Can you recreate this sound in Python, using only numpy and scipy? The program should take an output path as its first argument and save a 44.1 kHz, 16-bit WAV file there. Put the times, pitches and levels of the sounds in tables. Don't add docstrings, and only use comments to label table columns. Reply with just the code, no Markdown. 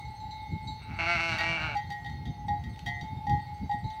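import sys
import numpy as np
from scipy import signal
from scipy.fft import rfft, irfft, next_fast_len
from scipy.io import wavfile
from scipy.ndimage import uniform_filter1d, map_coordinates

SR = 44100
rng = np.random.default_rng(int(sys.argv[2]) if len(sys.argv) > 2 else 0)


def unload_audio(sound):
    columns = np.transpose(np.atleast_2d(sound))
    steps = np.round(np.clip(columns, -1, 1) * 32767)
    wavfile.write(sys.argv[1], SR, steps.astype(np.int16))


N = 176400


def amp(db):
    return 10 ** (np.asarray(db) / 20)


def unit(x):
    return x / np.sqrt(np.mean(x ** 2) + 1e-20)


def curve(rows):
    return np.interp(np.arange(N) / SR, *np.transpose(rows))


def wobble(knots_per_s):
    return map_coordinates(rng.standard_normal(2000), [np.arange(N) * knots_per_s / SR], mode="wrap")


def colour(x, points):
    size = 2 * next_fast_len(N // 2 + SR // 4)
    hz, db = np.transpose(points)
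    gain = amp(np.interp(np.log(np.fft.rfftfreq(size, 1 / SR) + 1), np.log(hz), db))
    cepstrum = irfft(np.log(gain), size)
    cepstrum[1:size // 2] *= 2
    cepstrum[size // 2 + 1:] = 0
    return irfft(rfft(x, size) * np.exp(rfft(cepstrum)), size)[:N]


def noise(points):
    return unit(colour(rng.standard_normal(N), points))


def bell(modes, blows, splits_hz, rise_cycles, sway_db, sway_per_s, clack_db, clack_t60_s):
    t, out = np.arange(N) / SR, np.zeros(N)
    blows = np.array(blows)
    latest = np.maximum(np.searchsorted(blows[:, 0], t, side="right") - 1, 0)
    age_s = np.abs(t - blows[latest, 0])
    begun = t >= blows[0, 0]
    for hz, db, t60_s in modes:
        group = np.searchsorted(splits_hz, hz)
        overtone = group == len(splits_hz)
        scatter, phase = overtone * rng.standard_normal((2, 64))
        level_db = blows[latest, 1 + group] + db + 2.85 * scatter[latest] - 60 * age_s / t60_s
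        decay = begun * amp(level_db) * np.exp(1j * phase[latest])
        pole = np.exp(-hz / SR / rise_cycles)
        envelope = signal.lfilter([1 - pole], [1, -pole], decay)
        sway = amp(sway_db * wobble(sway_per_s))
        carrier = np.exp(2j * np.pi * hz * t + .15j * wobble(25))
        out += sway * np.real(envelope * carrier)
    clack = noise([(300, -8), (900, -2), (4000, 7), (6500, -6.5), (10000, -15), (16000, -15)])
    return out + clack * begun * amp(blows[latest, -1] + clack_db - 60 * age_s / clack_t60_s)


# f/Hz, level/dB, t60/s
SOFT_MODES = [(866.6, 1.5, 1.3), (2038, -5.5, .8), (2169, -1.5, 1.2), (3770, -13.5, 0.82), (3849, -3, 0.91),
              (4080, -5.5, 0.84), (4140, -9, .5), (4340, -5.5, 0.55), (4520, -12, 0.75),
              (6000, -15.5, 0.57), (6210, -17, 0.42), (7430, -20, .35), (8600, -30, .35)]
# t/s, main note/dB, upper pair/dB, overtones/dB
SOFT_BLOWS = [(0.0, -62, -51, -67), (.048, -42.5, -64, -55), (.2, -40, -68, -54), (.308, -39.5, -55.5, -50),
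              (0.384, -41, -51, -63), (.51, -41, -49, -59), (0.672, -41.5, -55.5, -47.5),
              (.935, -43.5, -57, -56), (1.33, -38, -42, -47.5), (1.6, -42, -57, -52.5),
              (2.08, -50, -67, -69), (2.36, -58, -78, -74), (2.66, -50.5, -64, -69),
              (3.022, -38.5, -54, -63), (3.21, -42, -62, -71), (3.465, -55, -58.5, -63.5),
              (3.6, -43.5, -61, -73), (3.838, -37.5, -58.5, -53), (3.9, -38, -68, -59.5)]


def soft_bell():
    return bell(SOFT_MODES, SOFT_BLOWS, splits_hz=[1300, 2600], rise_cycles=7.4,
                sway_db=3.0, sway_per_s=22, clack_db=-14, clack_t60_s=0.044)


# f/Hz, level/dB, t60/s
FAR_MODES = [(834.5, 3.5, 0.59), (858.6, 3.5, 0.74), (1966, -16.5, 0.63), (2137, -10.5, 0.45),
             (3671, -7.5, 0.47), (3860, -15, 0.28), (4270, -16, .5), (4420, -18, 0.33), (4580, -13.5, 0.43),
             (5470, -33, .5), (5930, -26, 0.46), (6290, -19, 0.21), (7600, -27, 0.23), (8200, -19, 0.21),
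             (8750, -33, .3)]


def far_bells(jogs_per_s=9, gain_db=-49):
    t, out = np.arange(N) / SR, np.zeros(N)
    for hz, db, t60_s in FAR_MODES:
        jogs = (rng.random(N) < jogs_per_s / SR) * np.exp(2j * np.pi * rng.random(N))
        jogs[0] = 1
        decay = signal.lfilter([1], [1, -amp(-60 / t60_s / SR)], jogs)
        envelope = uniform_filter1d(decay, int(3 * SR / hz) + 1)
        out += np.real(envelope * np.exp(2j * np.pi * hz * t)) * amp(db)
    return amp(gain_db) * out


# t/s, 1/e half-width/s, level/dB
GUSTS = [(.1, 0.017, -44), (0.536, 0.033, -29.5), (.68, 0.064, -38), (0.923, 0.057, -36.5),
         (1.163, 0.021, -36.5), (1.332, 0.046, -35), (1.482, 0.045, -36.5), (1.657, 0.082, -36.5),
         (1.86, 0.027, -46), (2.107, 0.067, -38.5), (2.206, 0.033, -36.5), (2.293, 0.034, -31.5),
         (2.498, 0.054, -33), (2.679, 0.078, -37), (2.877, 0.046, -36), (3.038, 0.013, -30.5),
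         (3.155, 0.05, -34), (3.332, 0.051, -25.5), (3.637, 0.029, -29.5), (3.749, 0.02, -35.5),
         (3.851, 0.018, -28)]
# f/Hz, level/dB
EDDY_SPECTRUM = [(20, -27), (35, -28), (60, 0), (120, 3.5), (190, -3.5), (300, -15), (450, -30), (700, -40),
                 (1500, -61.5), (4000, -77)]
RUMBLE_SPECTRUM = [(20, -41), (35, -31.5), (58, -3), (90, 0), (130, -2), (200, -13.5), (320, -24.5),
                   (500, -35), (1000, -51), (3000, -92)]
AIR_SPECTRUM = [(100, 1), (500, 1), (1100, -3.5), (2600, -6), (4300, -6), (5500, -14), (7000, -22.5),
                (10000, -22), (16000, -20)]


def wind(rumble_db=-45, gust_db=-1.5, air_db=-62):
    t = np.arange(N) / SR
    gusts = sum(amp(db) * np.exp(-((t - at_s) / width_s) ** 2) for at_s, width_s, db in GUSTS)
    eddies = noise(EDDY_SPECTRUM)
    local_power = np.abs(uniform_filter1d(eddies ** 2, size=1800))
    even_eddies = eddies / np.sqrt(local_power + .02)
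    rumble = noise(RUMBLE_SPECTRUM) * amp(rumble_db + 2.4 * wobble(19))
    air = amp(air_db + .7 * wobble(3.2)) * noise(AIR_SPECTRUM)
    return rumble + amp(gust_db) * gusts * even_eddies + air


def glottis(cycles, breath_share, jitter_s=0.00015, shimmer_db=1):
    onsets = np.interp(np.arange(1, int(cycles[-1]) - 1), cycles, np.arange(N))
    jitter, shimmer = rng.standard_normal((1000, 2))[:len(onsets)].T
    onsets += jitter * jitter_s * SR * np.sqrt(breath_share[onsets.astype(int)])
    taps = onsets.astype(int)[:, None] + np.arange(-7, 9)
    offset = taps - onsets[:, None]
    shapes = np.sinc(offset) * np.cos(np.pi * offset / 16) ** 2
    shapes *= amp(-shimmer_db * shimmer[:, None])
    pulses = np.bincount(taps.ravel(), shapes.ravel(), N)[:N]
    return unit(pulses - pulses.mean())


# t/s, f/Hz
PITCH = [(.8, 148.9), (.9, 158.7), (.99, 167), (1.046, 164.2), (1.074, 171.8), (1.112, 172.8),
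         (1.152, 171.2), (1.186, 161), (1.21, 167.4), (1.298, 166), (1.325, 161.2), (1.352, 163.2),
         (1.376, 154.3), (1.404, 164.7), (1.456, 165), (1.562, 165.6), (1.592, 152.3), (1.638, 159.5),
         (1.666, 156.5), (1.71, 145.4), (1.75, 138.4)]
# t/s, breath share/0-1
BREATH_SHARE = [(.8, 0.7), (.97, 0.36), (1.0, 0.12), (1.08, 0), (1.16, 0), (1.19, 0.1), (1.23, 0),
                (1.31, 0), (1.38, 0.13), (1.45, 0), (1.56, 0.05), (1.6, 0.14), (1.65, 0.01), (1.75, 0.06)]
# f/Hz, level/dB
THROAT_EARLY = [(100, -17), (165, -10), (335, -10.5), (500, -21.5), (680, -2), (850, -1.5), (1050, -11.5),
                (1350, -0.5), (1550, -4), (1780, -11), (2000, -4), (2200, 8), (2420, -7.5), (2700, 2),
                (3100, -19.5), (3700, -21), (4400, -13), (5000, -28.5), (5800, -23.5), (6800, -38),
                (8200, -40.5), (10500, -55), (15000, -56)]
THROAT_LATE = [(100, -29), (165, -8.5), (330, -12.5), (490, -15.5), (660, -0.5), (830, -8.5), (1050, -11),
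               (1300, -5), (1480, 1.5), (1750, -8.5), (2000, -18), (2250, 6.5), (2460, -8), (2780, 1.5),
               (3150, -19), (3700, -21.5), (4400, -14), (5000, -28), (5800, -23.5), (6800, -37.5),
               (8200, -38.5), (10500, -53), (15000, -56.5)]
# t/s, level/dB
MOUTH_TREBLE = [(.9, -2.5), (1.0, -1), (1.15, 2.5), (1.3, 6.5), (1.5, 0.5), (1.6, -3), (1.75, -4.5)]
# t/s, level/dB
EFFORT = [(.78, -66), (.825, -53.5), (.86, -57), (.905, -48.5), (.984, -47), (.99, -30), (1.05, -31.5),
          (1.11, -28), (1.155, -29.5), (1.186, -31.5), (1.22, -30.5), (1.35, -33.5), (1.376, -37),
          (1.41, -32), (1.55, -32), (1.592, -35), (1.64, -32), (1.747, -40), (1.76, -75)]


def bleat(vowel_glide_s=(1.18, 1.37), gain_db=-0.5):
    t = np.arange(N) / SR
    cycles = np.cumsum(curve(PITCH) * (1 + .003 * wobble(60))) / SR
    share = curve(BREATH_SHARE)
    pulses = glottis(cycles, share)
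    breath = unit(rng.standard_normal(N) * (np.exp(-3 * (cycles % 1)) + 0.11))
    source = np.sqrt(share) * breath - np.sqrt(1 - share) * pulses
    late = np.interp(t, vowel_glide_s, [0, 1])
    voice = (1 - late) * unit(colour(source, THROAT_EARLY)) + late * unit(colour(source, THROAT_LATE))
    treble = signal.sosfiltfilt(signal.butter(2, 3500, "high", fs=SR, output="sos"), voice)
    voice += (amp(curve(MOUTH_TREBLE)) - 1) * treble
    sounding = (t > EFFORT[0][0]) & (t < EFFORT[-1][0])
    return voice * amp(curve(EFFORT) + gain_db) * sounding


# f/Hz, level/dB, t60/s
NEAR_MODES = [(715.5, 0.5, 0.91), (826.6, 2.5, 0.31), (1895.5, 2, 0.58), (2036, -5, 0.47),
              (3076, -13, 0.21), (3219, -9.5, 0.45), (3461, -6.5, 0.18), (3697, -7, 0.13), (3795, -1, 0.1),
              (4508, -11.5, 0.17), (4650, -5.5, 0.12), (5380, -27.5, 0.54), (5750, -13, 0.17),
              (6340, -17.5, 0.11), (6800, -26, .15), (8145, -38.5, .2), (8726, -29, .2), (11900, -29, .12)]
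# t/s, hum/dB, main note/dB, upper pair/dB, overtones/dB
NEAR_BLOWS = [(1.384, -51, -47, -36, -39.5), (1.404, -53, -36.5, -31.5, -41.5),
              (1.751, -59, -29.5, -46.5, -51), (1.768, -64.5, -39.5, -46, -45.5),
              (1.903, -58, -31, -43.5, -45.5), (1.921, -62, -35.5, -45, -49.5),
              (2.044, -54, -38.5, -45.5, -53.5), (2.06, -64, -54, -41, -51.5),
              (2.096, -71, -51, -51, -54.5), (2.254, -60, -43, -51.5, -52.5),
              (2.269, -59, -46.5, -60.5, -55.5), (2.482, -51, -25, -45.5, -50), (2.638, -60, -52, -52, -52),
              (2.861, -44, -38, -34.5, -41.5), (2.874, -42, -40.5, -33, -45),
              (2.885, -47, -48.5, -33.5, -47), (3.01, -58, -45.5, -59, -50),
              (3.267, -63, -29.5, -44.5, -52), (3.295, -62, -27, -42.5, -45.5),
              (3.694, -59, -24, -50, -60.5), (3.712, -57, -29.5, -45, -50.5), (3.729, -52, -36, -46.5, -55),
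              (3.901, -59, -54, -55, -54.5)]


def near_bell():
    return bell(NEAR_MODES, NEAR_BLOWS, splits_hz=[770, 1300, 2600], rise_cycles=4.6,
                sway_db=3.3, sway_per_s=18, clack_db=-2, clack_t60_s=0.051)


# t/s, level/dB
SNAPS = [(2.792, -37), (2.761, -49), (3.4, -55), (3.581, -53)]
# f/Hz, level/dB
SNAP_SPECTRUM = [(400, -28), (1500, -8), (3000, 6.5), (5000, -6.5), (8000, -17), (15000, -33)]


def stalks(t60_s=0.014, gain_db=6.5):
    t, out = np.arange(SR // 20) / SR, np.zeros(N)
    for at_s, db in SNAPS:
        start = round(at_s * SR)
        out[start:start + len(t)] += amp(db + gain_db - 60 * t / t60_s) * rng.standard_normal(len(t))
    return colour(out, SNAP_SPECTRUM)


def hillside(x, t60_s=0.23, scatter_db=-6):
    t = np.arange(SR // 2) / SR
    tail = rng.standard_normal(len(t)) * amp(-60 * t / t60_s) * (t > .004)
    return x + amp(scatter_db) * signal.fftconvolve(x, tail / np.linalg.norm(tail))[:N]


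def scene():
    flock = near_bell() + soft_bell() + far_bells() + bleat() + stalks()
    return (hillside(flock) + wind())[None]


def record(dry):
    cutoff_hz = 15800
    size = next_fast_len(N + SR // 2)
    passband = np.fft.rfftfreq(size, 1 / SR) < cutoff_hz
    return irfft(rfft(dry, size) * passband, size)[..., :N]


dry = scene()
out = record(dry)
unload_audio(out)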